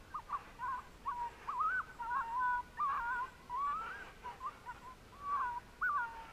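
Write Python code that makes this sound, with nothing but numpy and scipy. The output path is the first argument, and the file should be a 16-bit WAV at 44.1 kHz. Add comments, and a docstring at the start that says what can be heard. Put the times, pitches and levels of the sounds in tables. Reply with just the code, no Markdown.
"""Coyotes yip and howl in a quick run across an open, snowy valley.
Their vocal folds oscillate in a nearly pure, gliding tone that drops an octave by period doubling
or turns rough in chaos. Throat and muzzle filter it by resonance, and turbulent breath adds hoarse air.
Reflection from the slopes returns a faint echo; behind it lie a low breeze and a soft hiss,
with faint high chirps and thin whistles."""
import sys
import numpy as np
from scipy import signal
from scipy.fft import rfft, irfft
from scipy.io import wavfile
from scipy.ndimage import uniform_filter1d

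SR = 44100
rng = np.random.default_rng(int(sys.argv[2]) if len(sys.argv) > 2 else 0)


def to_wav(sig):
    """Store sig (one row per channel, or 1-D mono) as 16-bit WAV at the path in sys.argv[1].

    Samples outside -1..1 are clipped; the rate is SR.
    """
    pcm = np.clip(np.atleast_2d(sig), -1, 1) * 32767
    pcm = np.round(pcm).astype(np.int16)
    wavfile.write(sys.argv[1], SR, pcm.T)  # frames by channels


N = 278712
TIME = np.arange(N) / SR

# Fundamental of the short yips, one curve each: t/s, f/Hz, source level/dB
YIPS = [
    [(0.138, 874, -59), (0.146, 1010, -41.5), (0.158, 1239, -38), (0.176, 1233, -43.5), (0.2, 865, -48.5),
     (0.205, 882, -50)],
    [(0.29, 1175, -54), (0.298, 1200, -48), (0.318, 924, -45), (0.33, 1173, -39), (0.352, 1146, -35),
     (0.374, 970, -47), (0.385, 990, -73)],
    [(4.24, 992, -60), (4.26, 1002, -43.5), (4.286, 950, -45.5), (4.314, 963, -49.5), (4.33, 976, -61)],
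    [(4.405, 1117, -49), (4.417, 1003, -51.5), (4.461, 1062, -38.5), (4.471, 1198, -40),
     (4.491, 1195, -42.5), (4.503, 1190, -66)],
    [(4.66, 896, -53), (4.684, 1005, -47), (4.698, 993, -42), (4.722, 906, -53), (4.73, 919, -55)],
    [(4.817, 1084, -59), (4.835, 956, -57.5), (4.855, 967, -52.5), (4.877, 1028, -49.5),
     (4.929, 1025, -54.5), (4.944, 980, -73)],
]
# Fundamental of the wavering howls, one curve each: t/s, f/Hz, source level/dB
HOWLS = [
    [(0.586, 964, -67), (0.592, 942, -53), (0.612, 941, -47), (0.64, 1031, -39), (0.674, 954, -41.5),
     (0.686, 1093, -38), (0.718, 1062, -40), (0.734, 992, -39), (0.778, 981, -46.5), (0.792, 1117, -43.5),
     (0.805, 1072, -55)],
    [(1.052, 927, -57), (1.068, 936, -42.5), (1.082, 1106, -35.5), (1.096, 1135, -36), (1.104, 1135, -41),
     (1.112, 1068, -41.5), (1.12, 962, -40), (1.146, 974, -47), (1.222, 954, -38.5), (1.276, 944, -43.5),
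     (1.295, 876, -59)],
    [(1.475, 899, -52), (1.481, 912, -47.5), (1.495, 1131, -34), (1.511, 1316, -44), (1.545, 1025, -41.5),
     (1.577, 962, -40.5), (1.597, 1057, -36.5), (1.613, 1244, -30.5), (1.631, 1279, -38),
     (1.653, 1249, -32), (1.683, 1295, -35.5), (1.709, 1492, -38.5), (1.725, 1525, -37.5),
     (1.789, 1491, -35), (1.805, 1192, -36.5), (1.813, 1027, -49), (1.82, 1001, -52)],
    [(1.989, 956, -58), (2.007, 953, -41.5), (2.021, 958, -39.5), (2.037, 921, -48), (2.067, 899, -45),
     (2.101, 974, -39), (2.145, 973, -38.5), (2.163, 1120, -34), (2.171, 1119, -35), (2.181, 1056, -38.5),
     (2.191, 1110, -37), (2.201, 1099, -35.5), (2.215, 928, -42.5), (2.223, 915, -46), (2.309, 917, -43),
     (2.347, 957, -39), (2.371, 1020, -36), (2.475, 990, -34.5), (2.603, 975.5, -38.5), (2.612, 996, -52)],
    [(2.781, 933, -54.5), (2.795, 937, -41), (2.807, 1200, -35.5), (2.835, 1211, -34), (2.879, 1080, -36.5),
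     (2.905, 1096, -37), (2.933, 1188, -37.5), (2.971, 1160, -38.5), (2.993, 1059, -38),
     (3.005, 934.5, -43), (3.101, 958, -40.5), (3.121, 1043, -38.5), (3.175, 943, -46), (3.203, 975, -38.5),
     (3.229, 1045, -38), (3.251, 1053, -44.5), (3.258, 1050, -54)],
    [(3.497, 977, -45), (3.503, 974, -47), (3.547, 980, -38.5), (3.597, 1122, -38), (3.641, 1143, -36),
     (3.723, 1151, -38), (3.775, 1306, -41), (3.863, 1370, -46), (3.869, 1424, -46.5), (3.897, 1267, -48),
     (3.911, 1485, -46), (3.957, 1634, -49), (3.999, 1608, -53), (4.025, 1478, -48), (4.033, 1430, -53)],
    [(5.122, 1004, -64), (5.136, 980, -57.5), (5.16, 1147, -57.5), (5.186, 1135, -59), (5.272, 1141, -41.5),
     (5.338, 1148, -35), (5.366, 1133, -36), (5.392, 1077, -38.5), (5.41, 1162, -35), (5.428, 1041, -37.5),
     (5.454, 980, -39), (5.552, 950.6, -45), (5.578, 985, -38), (5.587, 986, -49)],
    [(5.812, 1042, -53.5), (5.822, 1140, -35), (5.834, 1454, -34), (5.836, 1476, -34), (5.87, 1494, -33),
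     (5.888, 1414, -35.5), (5.9, 1172, -35), (5.928, 1162, -38.5), (5.97, 1144, -32.5),
     (5.99, 986.5, -41.5), (5.998, 970, -39.5), (6.07, 916, -47), (6.136, 915.5, -52.5),
     (6.2, 907.0, -48.5), (6.296, 897.8, -68.5), (6.31, 924.6, -69)],
]
# Period doubling: start t/s, end t/s, subharmonic source level/dB
BREAKS = [(0.593, 0.79, -49), (1.088, 1.136, -50), (2.013, 2.083, -47), (2.093, 2.189, -43),
          (2.16, 2.237, -41), (2.385, 2.604, -40.5), (2.871, 3.009, -38.5), (2.973, 3.097, -45),
          (3.053, 3.223, -41), (3.66, 3.737, -39.5), (4.68, 4.726, -51), (5.353, 5.41, -48),
          (5.4, 5.515, -46.5), (5.95, 6.07, -40)]
# Cracks in the voice: start t/s, end t/s, beat rate as a share of the pitch, beat depth, chaos depth
CRACKS = [(0.314, 0.356, 0.2, 0.12, 0.46), (0.614, 0.77, .25, .03, .1), (0.771, .803, 0.25, 0.051, 0.6),
          (1.079, 1.115, 0.2, 0.036, 0.13), (1.471, 1.511, 0.28, .03, 0.13),
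          (2.157, 2.199, 0.21, 0.14, 0.38), (2.783, 2.814, .25, 0.08, 0.31),
          (2.885, 2.918, 0.24, 0.35, 0.18), (2.908, 2.987, 0.23, 0.11, 0.56),
          (3.661, 3.744, .25, 0.28, 0.04), (3.807, 3.887, 0.32, 0.91, 0.22),
          (5.305, 5.357, 0.33, 0.053, .14), (5.345, 5.431, 0.25, 0.1, 0.2968), (5.879, 5.903, .25, .05, .2)]
# Pressed (brighter) or eased (duller) voice: start t/s, end t/s, overtone gain/dB
PRESSES = [(1.036, 1.141, 7), (1.56, 1.851, 1), (1.968, 2.08, 1), (2.205, 2.36, 2), (2.77, 3.018, 10.5),
           (3.475, 3.8, 10.5), (3.765, 4.06, 6.5), (4.645, 4.741, 8.5), (5.248, 5.5, 7), (5.76, 6.02, -13),
           (6.092, 6.4, -4)]
# Transfer function of the throat: f/Hz, gain/dB
THROAT = [(500, -21.5), (850, -2.5), (1550, 0), (1800, -27), (2300, 14), (3200, -2.5)]
# Resonances of the muzzle, which pick out single overtones: f/Hz, gain/dB
MUZZLE = [(2000, 0.5), (2130, -10), (2300, -1.5), (2520, -7), (2770, 7.5), (3100, -4), (3500, 2.5),
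          (4000, -3.5)]
# Spectrum of the breath: f/Hz, relative level/dB
AIR_SPECTRUM = [(250, -14.5), (380, -4), (450, 5.5), (640, -9), (800, 4), (1100, 3.5), (1530, 4),
                (1720, -4), (1920, -4.5), (2100, -7.5), (2300, -4.5), (2480, -6), (2760, -7), (3500, -17),
                (6000, -23.5), (12000, -42)]
# Hoarse huffs around the calls: start t/s, end t/s, relative level/dB
HUFFS = [(0.247, 0.556, -67.5), (0.668, 0.91, -71), (1.145, 1.42, -66.5), (1.367, 1.568, -64),
         (1.575, 1.8, -68.5), (1.84, 1.956, -71), (3.1, 3.327, -66), (3.764, 4.15, -63),
         (4.196, 4.389, -63.5), (4.4, 4.619, -67), (4.703, 4.82, -66), (5.254, 5.5, -68),
         (6.108, 6.356, -66.5)]
# Reflections from the slopes: delay t/s, gain/dB ahead of ECHO_COLOUR
ECHOES = [(0.044, -40.5), (0.107, -30), (.155, -27.5), (0.202, -34.5)]
# Transfer function of the echo: f/Hz, gain/dB
ECHO_COLOUR = [(700, -15.5), (1000, -1.5), (1250, 1.5), (1500, 5), (2000, 19), (4000, 9)]
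# Spectrum of the breeze and hiss: f/Hz, relative level/dB
BREEZE_SPECTRUM = [(15, -7), (33, 1), (60, -3.5), (100, -9.5), (230, -11), (350, -15.5), (470, -15.5),
                   (700, -18), (1400, -36.5), (2000, -25.5), (4000, -29), (8500, -36.5), (13800, -41),
                   (14500, -42.5)]
# Peaks of the high chirps: t/s
CHIRP_TIMES = [.67, .81, .94, 1.2, 1.31, 1.55, 1.791, 1.96, 2.199, 2.31, 3.141, 3.3, 3.67, 3.8, 4.039, 4.44,
               4.71, 4.84]
# Faint whines and whistles: start t/s, end t/s, start f/Hz, end f/Hz, level/dB
WHISTLES = [(0.098, 0.158, 1630, 1490, -60), (0.797, 0.902, 1550, 1640, -71),
            (1.028, 1.063, 1620, 1820, -64), (1.458, 1.481, 1620, 1800, -56),
            (2.767, 2.801, 1750, 1914, -51.5), (1.81, 1.963, 1520, 1510, -61.5),
            (2.94, 3.027, 13130, 13600, -82), (5.82, 5.895, 13220, 13400, -78)]

AIR_REST_DB, AIR_CALL_DB, AIR_CRACK_DB = -74, -75.5, -58.5  # relative flow: constant, calling, full chaos


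def coyotes(jitter=0.0062, shimmer=0.06):
    """Source and filter: the vocal folds give a strong fundamental, and the muzzle's resonances shape it."""
    times, pitches, levels = np.vstack(sorted(YIPS + HOWLS, key=lambda call: call[0][0])).T
    hz, level_db = np.interp(TIME, times, pitches), np.interp(TIME, times, levels)
    waver = 1 + jitter * band_noise(0, 110)
    stumble = 0.0694 * chaos_depth(edge_s=0.0071) * band_noise(0, 95)  # chaos shakes the pitch too
    cycles = np.cumsum(uniform_filter1d(hz, size=120) * (waver + stumble)) / SR
    tone = np.exp(2j * np.pi * cycles)
    harmonics = gain_of(level_db) * tone + overtones(tone, hz, level_db)
    sounding = calling(YIPS, edge_s=0.014) + calling(HOWLS, edge_s=0.0027)
    envelope = np.sqrt(2) * sounding * (1 + shimmer * band_noise(0, 110))
    voice = envelope * harmonics
    halves = coloured(envelope * subharmonics(cycles, level_db), THROAT)
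    return coloured(voice.real + halves, MUZZLE) + cracks(voice, cycles)


def overtones(tone, hz, level_db, ordinary_db=-39.5, pure_hz=961, buzzy_hz=947, fray=0.4):
    """Non-sinusoidal fold motion adds weak harmonics 2 to 4, stronger in loud, low or pressed notes."""
    buzz = np.clip((pure_hz - hz) / (pure_hz - buzzy_hz), 0, 1)
    overtone_db = -75.5 + 0.16 * (level_db - ordinary_db) + 10.5 * buzz + pressing_db()
    series = tone ** 2 + gain_of(-13) * tone ** 3 + gain_of(-28) * tone ** 4
    return gain_of(overtone_db) * series * (1 + fray * band_noise(0, 140))


def subharmonics(cycles, level_db, unbroken_db=-40, edge_share=0.26):
    """Period doubling puts lines at odd multiples of half the pitch; a trace remains between breaks."""
    breaks = sum(gain_of(db) * gate(start, end, edge_share * (end - start)) for start, end, db in BREAKS)
    lines = sum(gain_of(db) * np.cos(2 * np.pi * ratio * cycles)
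                for ratio, db in [(0.5, -22), (1.5, 0), (2.5, -38), (3.5, -32)])
    return (gain_of(level_db + unbroken_db) + breaks) * lines


def cracks(voice, cycles):
    """Modulation: the folds beat or tumble into chaos, making sidebands that the throat filters."""
    chaos = (band_noise(140, 210) + 1j * band_noise(90, 190)) / np.sqrt(2)
    modulation = np.zeros(N, complex)
    for start, end, share, beat_depth, rough in CRACKS:
        beat = beat_depth * np.cos(2 * np.pi * share * cycles)
        modulation += gate(start, end, edge_s=0.01) * (beat + rough * chaos)
    return coloured((voice * modulation).real, THROAT)


def calling(calls, edge_s):
    """Phonation envelope: 1 during the given calls, 0 in the pauses."""
    return sum(gate(call[0][0] - edge_s / 2, call[-1][0] + edge_s / 2, edge_s) for call in calls)


def chaos_depth(edge_s):
    """Depth of aperiodic fold motion at each moment."""
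    return sum(rough * gate(start, end, edge_s) for start, end, _, _, rough in CRACKS)


def pressing_db():
    """Pressed phonation strengthens the overtones; eased phonation weakens them."""
    return sum(db * gate(start, end, edge_s=0.046) for start, end, db in PRESSES)


def hoarse_air(gain_db=9, flutter_db=0.8, patchy_db=3.5):
    """Turbulence in the throat gives broadband noise, in which narrow bands swell briefly."""
    frames = dict(nperseg=2048, noverlap=1536)
    spectra = signal.stft(coloured(rng.standard_normal(N), AIR_SPECTRUM), **frames)[2]
    patches = uniform_filter1d(rng.standard_normal(spectra.shape), size=4, axis=0)  # across frequency
    patches = unit_rms(uniform_filter1d(patches, size=9, axis=1))  # across time
    rush = unit_rms(signal.istft(spectra * gain_of(patchy_db * patches), **frames)[1][:N])
    return rush * air_flow() * gain_of(gain_db + flutter_db * band_noise(0, 27))


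def air_flow(blur_s=0.13, press_share=0.27):
    """Incoherent noises add in power: resting breath, leakage in calls and cracks, and huffs."""
    call_leak = gain_of(AIR_CALL_DB + press_share * pressing_db()) * calling(YIPS + HOWLS, edge_s=0.014)
    crack_leak = gain_of(AIR_CRACK_DB) * chaos_depth(edge_s=0.029)
    leak_power = uniform_filter1d(call_leak ** 2 + crack_leak ** 2, int(blur_s * SR))
    return np.sqrt(gain_of(AIR_REST_DB) ** 2 + leak_power + huffing() ** 2)


def huffing():
    """Amplitude envelope of the huffs of breath."""
    return sum(gain_of(db) * gate(start, end, edge_s=0.067) for start, end, db in HUFFS)


def rasps():
    """Narrow-band breath noise: one band on the pressed voice, a higher one on the huffs."""
    strain = np.maximum(gain_of(pressing_db()) - 1, 0)
    rasp = gain_of(AIR_CALL_DB - 13) * strain * band_noise(2100, 160)
    return rasp + gain_of(-9) * huffing() * band_noise(2680, 200)


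def valley_echo(x, scatter_db=-26, t60_s=1.0, spread_s=0.009):
    """Reflection from the slopes gives smeared echoes; scattering by rough ground adds a thin tail."""
    t = TIME[:SR]
    scatter = rng.standard_normal(SR) * np.minimum(t / 0.02, 1) * gain_of(-60 * t / t60_s)
    response = gain_of(scatter_db) * scatter / np.linalg.norm(scatter)
    for delay, db in ECHOES:
        smear = rng.standard_normal(SR) * np.exp(-abs(t - delay) / spread_s)
        response += gain_of(db) * smear / np.linalg.norm(smear)
    return coloured(signal.fftconvolve(x, response)[:N], ECHO_COLOUR)


def breeze(level_db=-58.5, swell_db=0.02):
    """Almost stationary broadband noise: a low breeze and an even hiss."""
    noise = unit_rms(coloured(rng.standard_normal(N), BREEZE_SPECTRUM))
    return noise * gain_of(level_db - swell_db * band_noise(0, 7.6))


def chirps(level_db=-78.5, half_width_s=0.048):
    """Gaussian pulses of narrow-band noise make soft, hissy chirps far above the calls."""
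    swells = sum(np.exp(-((TIME - peak) / half_width_s) ** 2) for peak in CHIRP_TIMES)
    return gain_of(level_db) * swells * band_noise(7600, 420)


def whistles(waver=0.005, shimmer=0.43):
    """Faint gliding sinusoids waver by random frequency and amplitude modulation."""
    tones = np.zeros(N)
    drift = 1 + waver * band_noise(0, 200)
    for start, end, start_hz, end_hz, db in WHISTLES:
        hz = np.interp(TIME, [start, end], [start_hz, end_hz]) * drift
        tone = np.sqrt(2) * np.sin(2 * np.pi * np.cumsum(hz) / SR)
        tones += gain_of(db) * gate(start, end, edge_s=0.011) * tone
    return tones * (1 + shimmer * band_noise(0, 40))


def gain_of(db):
    """Amplitude ratio of a level in decibels."""
    return 10 ** (np.asarray(db) / 20)


def unit_rms(x):
    """Normalisation to an rms of 1."""
    return x / np.sqrt(np.mean(x ** 2) + 1e-20)


def coloured(x, points):
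    """Zero-phase filtering by a curve through points of f/Hz, gain/dB."""
    hz, db = np.transpose(points)
    f = np.fft.rfftfreq(len(x), 1 / SR)
    return irfft(rfft(x) * gain_of(np.interp(np.log(f + 1), np.log(hz), db)), len(x))


def band_noise(centre_hz, width_hz):
    """Noise of rms 1 in a Gaussian band; centred on zero it is a random waver."""
    f = np.fft.rfftfreq(N, 1 / SR)
    band = np.exp(-((f - centre_hz) / width_hz) ** 2)
    return unit_rms(irfft(rfft(rng.standard_normal(N)) * band, N))


def gate(start, end, edge_s):
    """A window with raised-cosine edges."""
    return np.sin(np.pi / 2 * np.clip(np.minimum(TIME - start, end - TIME) / edge_s, 0, 1)) ** 2


def scene():
    """Superposition of the pack, its echo and the background, in one channel."""
    pack = coyotes() + hoarse_air() + rasps()
    return (pack + valley_echo(pack) + breeze() + chirps() + whistles())[None]


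def record(dry):
    """Band limiting: a steep low-pass filter removes the highest treble."""
    lowpass = signal.firwin(511, cutoff=15100, window=("kaiser", 9), fs=SR)
    return signal.oaconvolve(dry, lowpass[None], "same")


dry = scene()
out = record(dry)
to_wav(out)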